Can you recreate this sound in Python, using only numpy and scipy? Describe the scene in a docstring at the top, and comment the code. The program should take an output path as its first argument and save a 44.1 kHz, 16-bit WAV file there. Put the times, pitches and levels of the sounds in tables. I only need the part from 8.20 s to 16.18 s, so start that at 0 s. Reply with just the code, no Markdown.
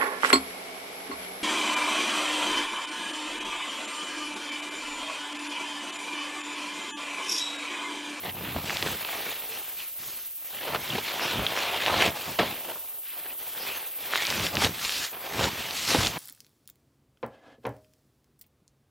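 """Nylon swishes and crinkles close up, pull by pull: a pop-up tent being folded on a lake shore.
Sliding cloth sounds through tiny fibre slips; creases buckle and snap, panels flap, ribbed weave skids.
The cloth also bumps and brushes a microphone worn by the person folding it.
Behind it, wide in stereo, a grasshopper rasps leg on wing over far insects and a faint breeze."""
import sys
import numpy as np
from scipy import signal
from scipy.fft import rfft, irfft, next_fast_len
from scipy.io import wavfile
from scipy.ndimage import uniform_filter1d, map_coordinates

SR = 44100
rng = np.random.default_rng(int(sys.argv[2]) if len(sys.argv) > 2 else 0)


def store_wav(level_fs):
    """Save 16-bit WAV to argv[1]."""
    pcm = np.round(np.clip(np.atleast_2d(level_fs), -1, 1) * 32767)
    wavfile.write(sys.argv[1], SR, pcm.T.astype(np.int16))


N = 351918

# cloth sliding on itself: (time [s], rise [s], hold [s], fall [s], swish drive [dB],
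# folds re swish [dB], hiss re swish [dB])
PULLS = [(.01, 0.045, 0.041, 0.03, -39, -4.5, -17), (.14, .12, 0.14, 0.069, -39.5, -4, -16),
         (.41, 0.059, 0.25, 0.12, -38, -2.5, -5), (.66, 0.27, 0.18, 0.16, -38, -5, -10.5),
         (1.23, .09, 0.023, 0.28, -43.5, -4, -7), (1.55, 0.044, 0.013, 0.081, -44, -28, -5.5),
         (1.782, 0.013, 0.17, 0.13, -49, -10, 1), (2.19, 0.12, 0.051, .1, -49.5, -6.5, -2),
         (2.32, 0.018, .1, .1, -43.5, -2.5, -24), (2.42, 0.053, 0.071, .05, -38, 1, -16),
         (2.58, 0.061, 0.15, 0.12, -37.5, -5, -8.5), (2.81, 0.06, 0.094, .06, -35.5, -5, -10),
         (2.97, 0.05, 0.091, 0.2, -31, -3, -11.5), (3.22, 0.031, 0.054, .04, -36, -1.5, -11),
         (3.32, 0.052, 0.31, 0.082, -32, -2.5, -12), (3.63, 0.059, 0.095, 0.034, -28, -1.5, -17),
         (3.78, 0.028, 0.058, 0.034, -26.5, -1, -10.5), (3.9, 0.06, 0.16, .15, -40.5, -1.5, -5.5),
         (4.185, 0.0073, 0.013, .16, -30.5, -4, -18.5), (4.44, 0.052, 0.016, 0.078, -43, 4, -16),
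         (4.6, 0.055, 0.12, .04, -57.5, -1, -21), (4.83, .04, 0.086, 0.1, -48, -29, -14),
         (4.93, 0.058, .13, 0.083, -47, -2, -11.5), (5.18, 0.018, 0.095, 0.17, -47.5, -3.5, -6.5),
         (5.33, 0.099, 0.051, 0.24, -37, -6.5, -11.5), (5.75, 0.11, .06, 0.046, -40, -6, -10),
         (5.91, 0.021, 0.15, 0.055, -33.5, -8.5, -9.5), (6.06, 0.054, .15, 0.054, -34.5, -6.5, -3),
         (6.3, 0.026, 0.037, 0.037, -39, 2, -10), (6.385, 0.039, 0.028, 0.037, -27.5, -4.5, -3),
         (6.5, 0.051, 0.074, 0.054, -41, -6.5, -3), (6.581, 0.063, .2, .045, -35.5, -16.5, 0.5),
         (6.919, 0.014, 0.013, 0.06, -46, 4, -20), (6.97, 0.05, 0.069, .08, -43.5, -1, -10),
         (7.11, 0.12, 0.023, 0.073, -30, -1, -6), (7.3, 0.062, 0.15, 0.078, -38, -7, -6),
         (7.51, 0.058, 0.084, 0.08, -36.5, -23, 0), (7.66, 0.02, .18, 0.052, -30, -8, -2),
         (7.89, .04, 0.041, .05, -39, -1, -14.5)]
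# cloth brushing the microphone: (time [s], rise [s], hold [s], rumble drive [dB])
MIC_BRUSHES = [(.01, 0.025, 0.054, -43.5), (.12, 0.14, 0.048, -37.5), (0.333, .02, 0.011, -35),
               (.41, .03, 0.092, -43), (0.605, 0.036, 0.088, -38.5), (1.785, 0.0092, 0.016, -53),
               (2.492, 0.052, .015, -39), (2.694, 0.043, 0.018, -36), (3.138, 0.044, .01, -29.5),
               (3.675, .04, .17, -36), (4.063, 0.016, 0.018, -41), (4.19, .008, .03, -33),
               (4.25, .02, .02, -43), (6.092, 0.07, 0.067, -34.5), (6.3, 0.053, .11, -34.5),
               (7.132, 0.065, .05, -30.5), (7.344, 0.04, .18, -50.5), (7.678, 0.045, 0.14, -34.5),
               (7.91, .04, .03, -43)]
# cloth friction spectra: (frequency [Hz], relative density [dB])
SWISH_SPECTRUM = [(300, -40), (800, -12.5), (1200, -5), (1700, -2.5), (2500, 0), (3300, 0), (4300, -6),
                  (5500, -16), (8000, -25), (16000, -50)]
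FOLDS_SPECTRUM = [(90, -19), (220, -11.5), (350, -2.5), (550, 0), (800, 1), (1100, -3), (1700, -12),
                  (4000, -33)]
HISS_SPECTRUM = [(2500, -6), (4200, 0.5), (5500, 0), (7000, -3), (9000, -8.5), (12000, -10), (16000, -21.5)]
RUMBLE_SPECTRUM = [(20, -28), (35, -24), (55, -11), (68, -4.5), (84, 0), (102, -2), (180, -1.5), (260, -5),
                   (400, -10), (1000, -48)]
# loudest creases snapping through: (time [s], level [dB], pitch [Hz])
LOUD_CREASES = [(.3636, -12.5, 606), (.497, -12, 2100), (.5053, -13, 1500), (.5702, -10, 3570),
                 (.6263, -8.5, 3250), (.6728, -14, 1710), (.849, -16, 2900), (.8894, -19.5, 1310),
                (1.3224, -24, 2310), (2.5485, -11.5, 1290), (2.9963, -12, 1450), (3.1483, -18, 1270),
                (3.2662, -10, 2800), (3.3749, -11, 1690), (3.6626, -3.5, 2750), (3.8118, -7.5, 2760),
                (4.1909, -9, 897), (4.1959, -15, 1250), (5.9363, -7.5, 1460), (5.952, -12, 3600),
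                (5.9577, -6.5, 1700), (5.9762, -9.5, 3310), (6.0527, -10.5, 3850), (6.069, -9, 4730),
                (6.103, -8, 4500), (6.126, -12.5, 1730), (6.1977, -12.5, 2820), (6.267, -10, 3200),
                (6.3544, -9.5, 4740), (6.3701, -6.5, 2600), (6.447, -4, 3870), (6.65, -9.5, 3200),
                (6.6946, -11, 2860), (7.2421, -6.5, 3450), (7.5095, -15, 3750), (7.8704, -4.5, 4120)]
# panels flapping or bumping: (time [s], level [dB], pitch [Hz], t60 [s])
PANEL_FLAPS = [(.363, -22, 109, 0.08), (.627, -26, 474, 0.036), (.662, -22.5, 373, 0.04),
               (2.546, -25, 730, 0.077), (2.558, -22, 660, 0.029), (2.752, -24.5, 610, 0.073),
               (2.78, -24, 610, 0.059), (3.186, -27.5, 102, .12), (4.189, -17, 690, 0.14),
               (4.194, -25, 190, 0.11), (6.445, -21, 110, .08), (7.242, -24, 109, 0.11),
               (7.747, -15, 500, 0.081), (7.785, -22.5, 81.5, 0.25)]
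# ribbed weave skidding: (time [s], length [s], start pitch [Hz], end pitch [Hz], level [dB])
WEAVE_SKIDS = [(1.282, 0.13, 429, 480, -45.5), (1.588, 0.063, 3270, 2430, -39),
               (2.701, 0.011, 3400, 3000, -24), (2.725, 0.0071, 2960, 2680, -25.5),
               (3.0, 0.14, 5530, 4900, -35), (3.265, 0.0084, 3340, 3020, -17),
               (5.39, 0.13, 4920, 5500, -41), (5.467, 0.13, 2330, 2970, -36),
               (5.973, .07, 2110, 1510, -30.5), (6.268, 0.0082, 3220, 3000, -26)]
# grasshopper loudness: (time [s], relative level [dB])
RASP_LEVEL = [(0, -44.5), (.5, -48), (.7, -39.5), (3.6, -44), (5.8, -39), (6.6, -46), (6.8, -44.5),
              (7.98, -65)]
# grasshopper pace: (time [s], stroke rate [Hz])
RASP_RATE = [(.7, 20.85), (2.9, 20.6), (4.4, 20.4), (6.55, 20.7), (6.8, 21.8)]
# grasshopper, far insect and breeze spectra: (frequency [Hz], relative density [dB])
RASP_SPECTRUM = [(3000, -31.5), (6000, -41), (7200, -15.5), (8200, -4.5), (9300, -4.5), (10200, -3),
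                 (11100, -3), (12300, 7), (13300, -5), (14100, 2), (14800, 4.5), (15900, -2)]
INSECT_SPECTRUM = [(5000, -61), (7500, -16), (10000, -9), (11200, -5.5), (12400, 1.5), (14000, 2.5),
                   (15900, -3)]
BREEZE_SPECTRUM = [(20, -23), (80, 6), (200, -15), (650, 2), (1500, -26), (2800, 11.5), (4200, 4),
                   (6000, 7), (10000, 3.5), (16000, -18)]


def rustle(swish_gain, folds_gain, hiss_gain, rumble_gain):
    """Panels slide in fits and starts; all four layers catch and release together."""
    # a fast, hissing glide is even; a slow, dull drag catches more
    hiss_re_swish_db = 20 * np.log10(hiss_gain / swish_gain)
    grip = np.clip(0.7 - 0.027 * hiss_re_swish_db, 0.3, 1.5)
    catch_db = grip * (wobble(35) + 1.23 * wobble(170))
    swish = swish_gain * friction(SWISH_SPECTRUM, rate_hz=450, spread_db=4, share=0.27, patchy_db=2)
    folds = folds_gain * friction(FOLDS_SPECTRUM, rate_hz=220, spread_db=9.5, share=0.3, patchy_db=2)
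    hiss = hiss_gain * friction(HISS_SPECTRUM, rate_hz=610, spread_db=3.5, share=0.16, patchy_db=2.57)
    rumble = rumble_gain * friction(RUMBLE_SPECTRUM, rate_hz=80, spread_db=8, share=0.2, patchy_db=0.5)
    layers = amp(0.12) * swish + amp(0.5) * folds + amp(2.5) * hiss + amp(-0.75) * rumble
    return amp(catch_db) * layers


def friction(spectrum, rate_hz, spread_db, share, patchy_db):
    """Countless fibre slips, with a share of the power in single crinkles of uneven size."""
    crinkles = rng.random(N) < rate_hz / SR
    sizes = amp(spread_db * np.minimum(rng.exponential(size=N), np.e)) * rng.choice([-1, 1], N)
    force = np.sqrt(share) * unit(crinkles * sizes) + np.sqrt(1 - share) * rng.standard_normal(N)
    return coloured(patchy(force, patchy_db), spectrum)


def patchy(x, depth_db):
    """Shifting folds favour now one band, now another."""
    bands = signal.stft(x, nperseg=512)[2]
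    field = uniform_filter1d(rng.standard_normal(bands.shape), size=7, axis=0)
    field = uniform_filter1d(field, size=9, axis=1)
    return signal.istft(bands * amp(depth_db * unit(field)), nperseg=512)[1][:N]


def pulling(idle_db=(-70, -68, -67.5), brush_to_folds_db=-7, folds_to_rumble_db=-17.5):
    """Swish, folds, hiss and rumble gains: pulls, brushes and idle stirring add in power."""
    swish, folds, hiss = (np.full(N, amp(db) ** 2) for db in idle_db)
    for time_s, rise_s, hold_s, fall_s, db, folds_db, hiss_db in PULLS:
        power = amp(db) ** 2 * movement(time_s, rise_s, hold_s, fall_s)
        swish += power
        folds += amp(folds_db) ** 2 * power
        hiss += amp(hiss_db) ** 2 * power
    brush = sum(amp(db) ** 2 * movement(time_s, rise_s, hold_s, fall_s=0.061)
                for time_s, rise_s, hold_s, db in MIC_BRUSHES)
    rumble = brush + amp(folds_to_rumble_db) ** 2 * folds
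    folds += amp(brush_to_folds_db) ** 2 * brush
    return np.sqrt([swish, folds, hiss, rumble])


def movement(time_s, rise_s, hold_s, fall_s, lead_s=0.04, depth_db=11.5):
    """Power envelope of one movement: unstick, speed up, glide, come to rest."""
    t = np.arange(N) / SR - time_s
    stuck = np.maximum(-t, 0) / lead_s
    rising = np.maximum(1 - t / rise_s, 0)
    falling = np.maximum(t - rise_s - hold_s, 0) / fall_s
    return amp(-np.minimum(depth_db * (stuck + rising + falling), 100)) ** 2


def snaps(creases, rise_s=0.0001, ring_cycles=4.1, shiver_db=-22, shiver_t60_s=0.037, low_cut_hz=330):
    """A crease buckles: sharp edge, a few cycles of ring, a brief shiver of the cloth around it."""
    track = np.zeros(N)
    t = np.arange(-SR // 500, SR // 25) / SR
    age_s = np.maximum(t, 0)
    cloth_noise = coloured(rng.standard_normal(N), SWISH_SPECTRUM)
    edge = amp(-16) * np.sin(2 * np.pi * 6000 * t) * np.exp(-(t / 0.00009) ** 2)
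    for time_s, db, hz in creases:
        swell = np.exp(-(np.minimum(t, 0) / (rise_s + 0.16 / hz)) ** 2)
        ring = np.cos(2 * np.pi * hz * t) * amp(-60 * age_s * hz / ring_cycles)
        shiver = amp(shiver_db - 60 * age_s / shiver_t60_s) * piece(cloth_noise, len(t))
        sharpness = hz / 3500  # small stiff creases are higher and sharper
        snap = swell * (ring + shiver) + sharpness * edge
        add(track, time_s + t[0], rng.choice([-1, 1]) * amp(db) * snap)
    return filtered(track, lambda hz: hz ** 2 / (hz ** 2 + low_cut_hz ** 2))


def small_creases(swish_gain, rate_hz=36, over_db=11.5, spread_db=1.5, centre_hz=2650, spread_oct=0.5):
    """Lesser creases give way at random, as hard as the pull: (time [s], level [dB], pitch [Hz])."""
    onsets = np.flatnonzero(rng.random(N) < rate_hz / SR)
    strength, pitch = np.clip(rng.standard_normal((N, 2))[onsets], -2, 2).T
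    db = 20 * np.log10(swish_gain[onsets]) + over_db + spread_db * strength
    return list(zip(onsets / SR, db, centre_hz * 2 ** (spread_oct * pitch)))


def flaps(attack_s=0.00041, damping=1.1):
    """A panel jerks taut: a heavily damped boom, with more crackle the tighter it is."""
    track = np.zeros(N)
    t = np.arange(SR // 4) / SR
    crackle = friction(SWISH_SPECTRUM, rate_hz=900, spread_db=3, share=0.4, patchy_db=1)
    for time_s, db, hz, t60_s in PANEL_FLAPS:
        edges_hz = [hz / (1 + damping), hz * (1 + damping / 2)]
        band = signal.butter(2, edges_hz, "bandpass", fs=SR, output="sos")
        boom = unit(signal.sosfilt(band, rng.standard_normal(2 * len(t)))[len(t):])
        tightness = hz / 700
        crack = amp(-5) * tightness * piece(crackle, len(t))
        envelope = amp(db - 60 * t / t60_s) * (1 - np.exp(-t / attack_s))
        add(track, time_s, envelope * (boom + crack))
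    return track


def skids(roughness=0.066):
    """Taut ribbed weave skids over an edge: a short rough whistle, pitch following slide speed."""
    track = np.zeros(N)
    for time_s, length_s, start_hz, end_hz, db in WEAVE_SKIDS:
        progress = np.linspace(0, 1, int(length_s * SR))
        glide_hz = start_hz + (end_hz - start_hz) * progress
        hz = glide_hz * (1 + roughness * wobble(912)[:len(progress)])
        envelope = amp(db) * np.sin(np.pi * np.sqrt(progress)) ** 2
        add(track, time_s, envelope * np.sin(2 * np.pi * np.cumsum(hz) / SR))
    return track


def grasshopper(stroke_db=3, uneven_db=1.35, trim_db=3.5):
    """A leg rasps along the wing; up and down strokes differ slightly."""
    phase_rad = 2 * np.pi * np.cumsum(curve(RASP_RATE)) / SR
    strokes = unit(amp(stroke_db * np.cos(phase_rad) - uneven_db * np.cos(phase_rad / 2)))
    return amp(curve(RASP_LEVEL) + trim_db) * strokes * stereo_noise(RASP_SPECTRUM, correlation=-0.61)


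def far_insects():
    """Many distant insects merge into one hiss, slightly to the right."""
    pan = amp([[-0.5], [0.5]])
    return pan * amp(-39 + 0.4 * wobble(13)) * stereo_noise(INSECT_SPECTRUM, correlation=-0.57)


def breeze():
    """Faint, wavering wind over water and trees."""
    return amp(-56 + 3.2 * wobble(2.6)) * stereo_noise(BREEZE_SPECTRUM, correlation=0.69)


def amp(db):
    """Decibels to gain."""
    return 10 ** (np.asarray(db) / 20)


def unit(x):
    """Scale to rms 1."""
    return x / np.sqrt(np.mean(x ** 2) + 1e-20)


def curve(rows):
    """Interpolate (time [s], value) rows per sample."""
    return np.interp(np.arange(N) / SR, *np.transpose(rows))


def wobble(rate_hz):
    """Smooth random curve at rms 1, knots at rate_hz."""
    knots = rng.standard_normal(int(N * rate_hz / SR) + 4)
    return unit(map_coordinates(knots, [np.arange(N) * rate_hz / SR]))


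def filtered(x, response):
    """Apply the gain response(hz) by FFT."""
    size = next_fast_len(N + 8192)
    return irfft(rfft(x, size) * response(np.fft.rfftfreq(size, 1 / SR)), size)[..., :N]


def coloured(x, spectrum):
    """Shape x by (frequency [Hz], level [dB]) rows, to rms 1."""
    knots_hz, db = np.transpose(spectrum)
    return unit(filtered(x, lambda hz: amp(np.interp(np.log(hz + 1), np.log(knots_hz), db))))


def stereo_noise(spectrum, correlation):
    """Coloured noise with a set left-right correlation."""
    mid, side = coloured(rng.standard_normal((2, N)), spectrum)
    width_rad = np.arccos(correlation) / 2
    return np.cos(width_rad) * mid + np.sin(width_rad) * np.array([side, -side])


def piece(x, size):
    """Random stretch of x."""
    return x[rng.integers(len(x) - size):][:size]


def add(track, time_s, sound):
    """Mix sound into track at time_s."""
    start = max(round(time_s * SR), 0)
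    track[start:start + len(sound)] += sound[:max(N - start, 0)]


def scene():
    """Cloth close and centred, shore all around."""
    swish_gain, folds_gain, hiss_gain, rumble_gain = pulling()
    sliding = rustle(swish_gain, folds_gain, hiss_gain, rumble_gain)
    cloth = sliding + snaps(LOUD_CREASES + small_creases(swish_gain)) + flaps() + skids()
    return cloth + grasshopper() + breeze() + far_insects()


def record(dry, low_cut_hz=42, band_limit_hz=15930):
    """The small microphone loses the deepest bass; a hard band limit follows."""
    highpass = signal.butter(3, low_cut_hz, "highpass", fs=SR, output="sos")
    return filtered(signal.sosfilt(highpass, dry), lambda hz: hz < band_limit_hz)


dry = scene()
out = record(dry)
store_wav(out)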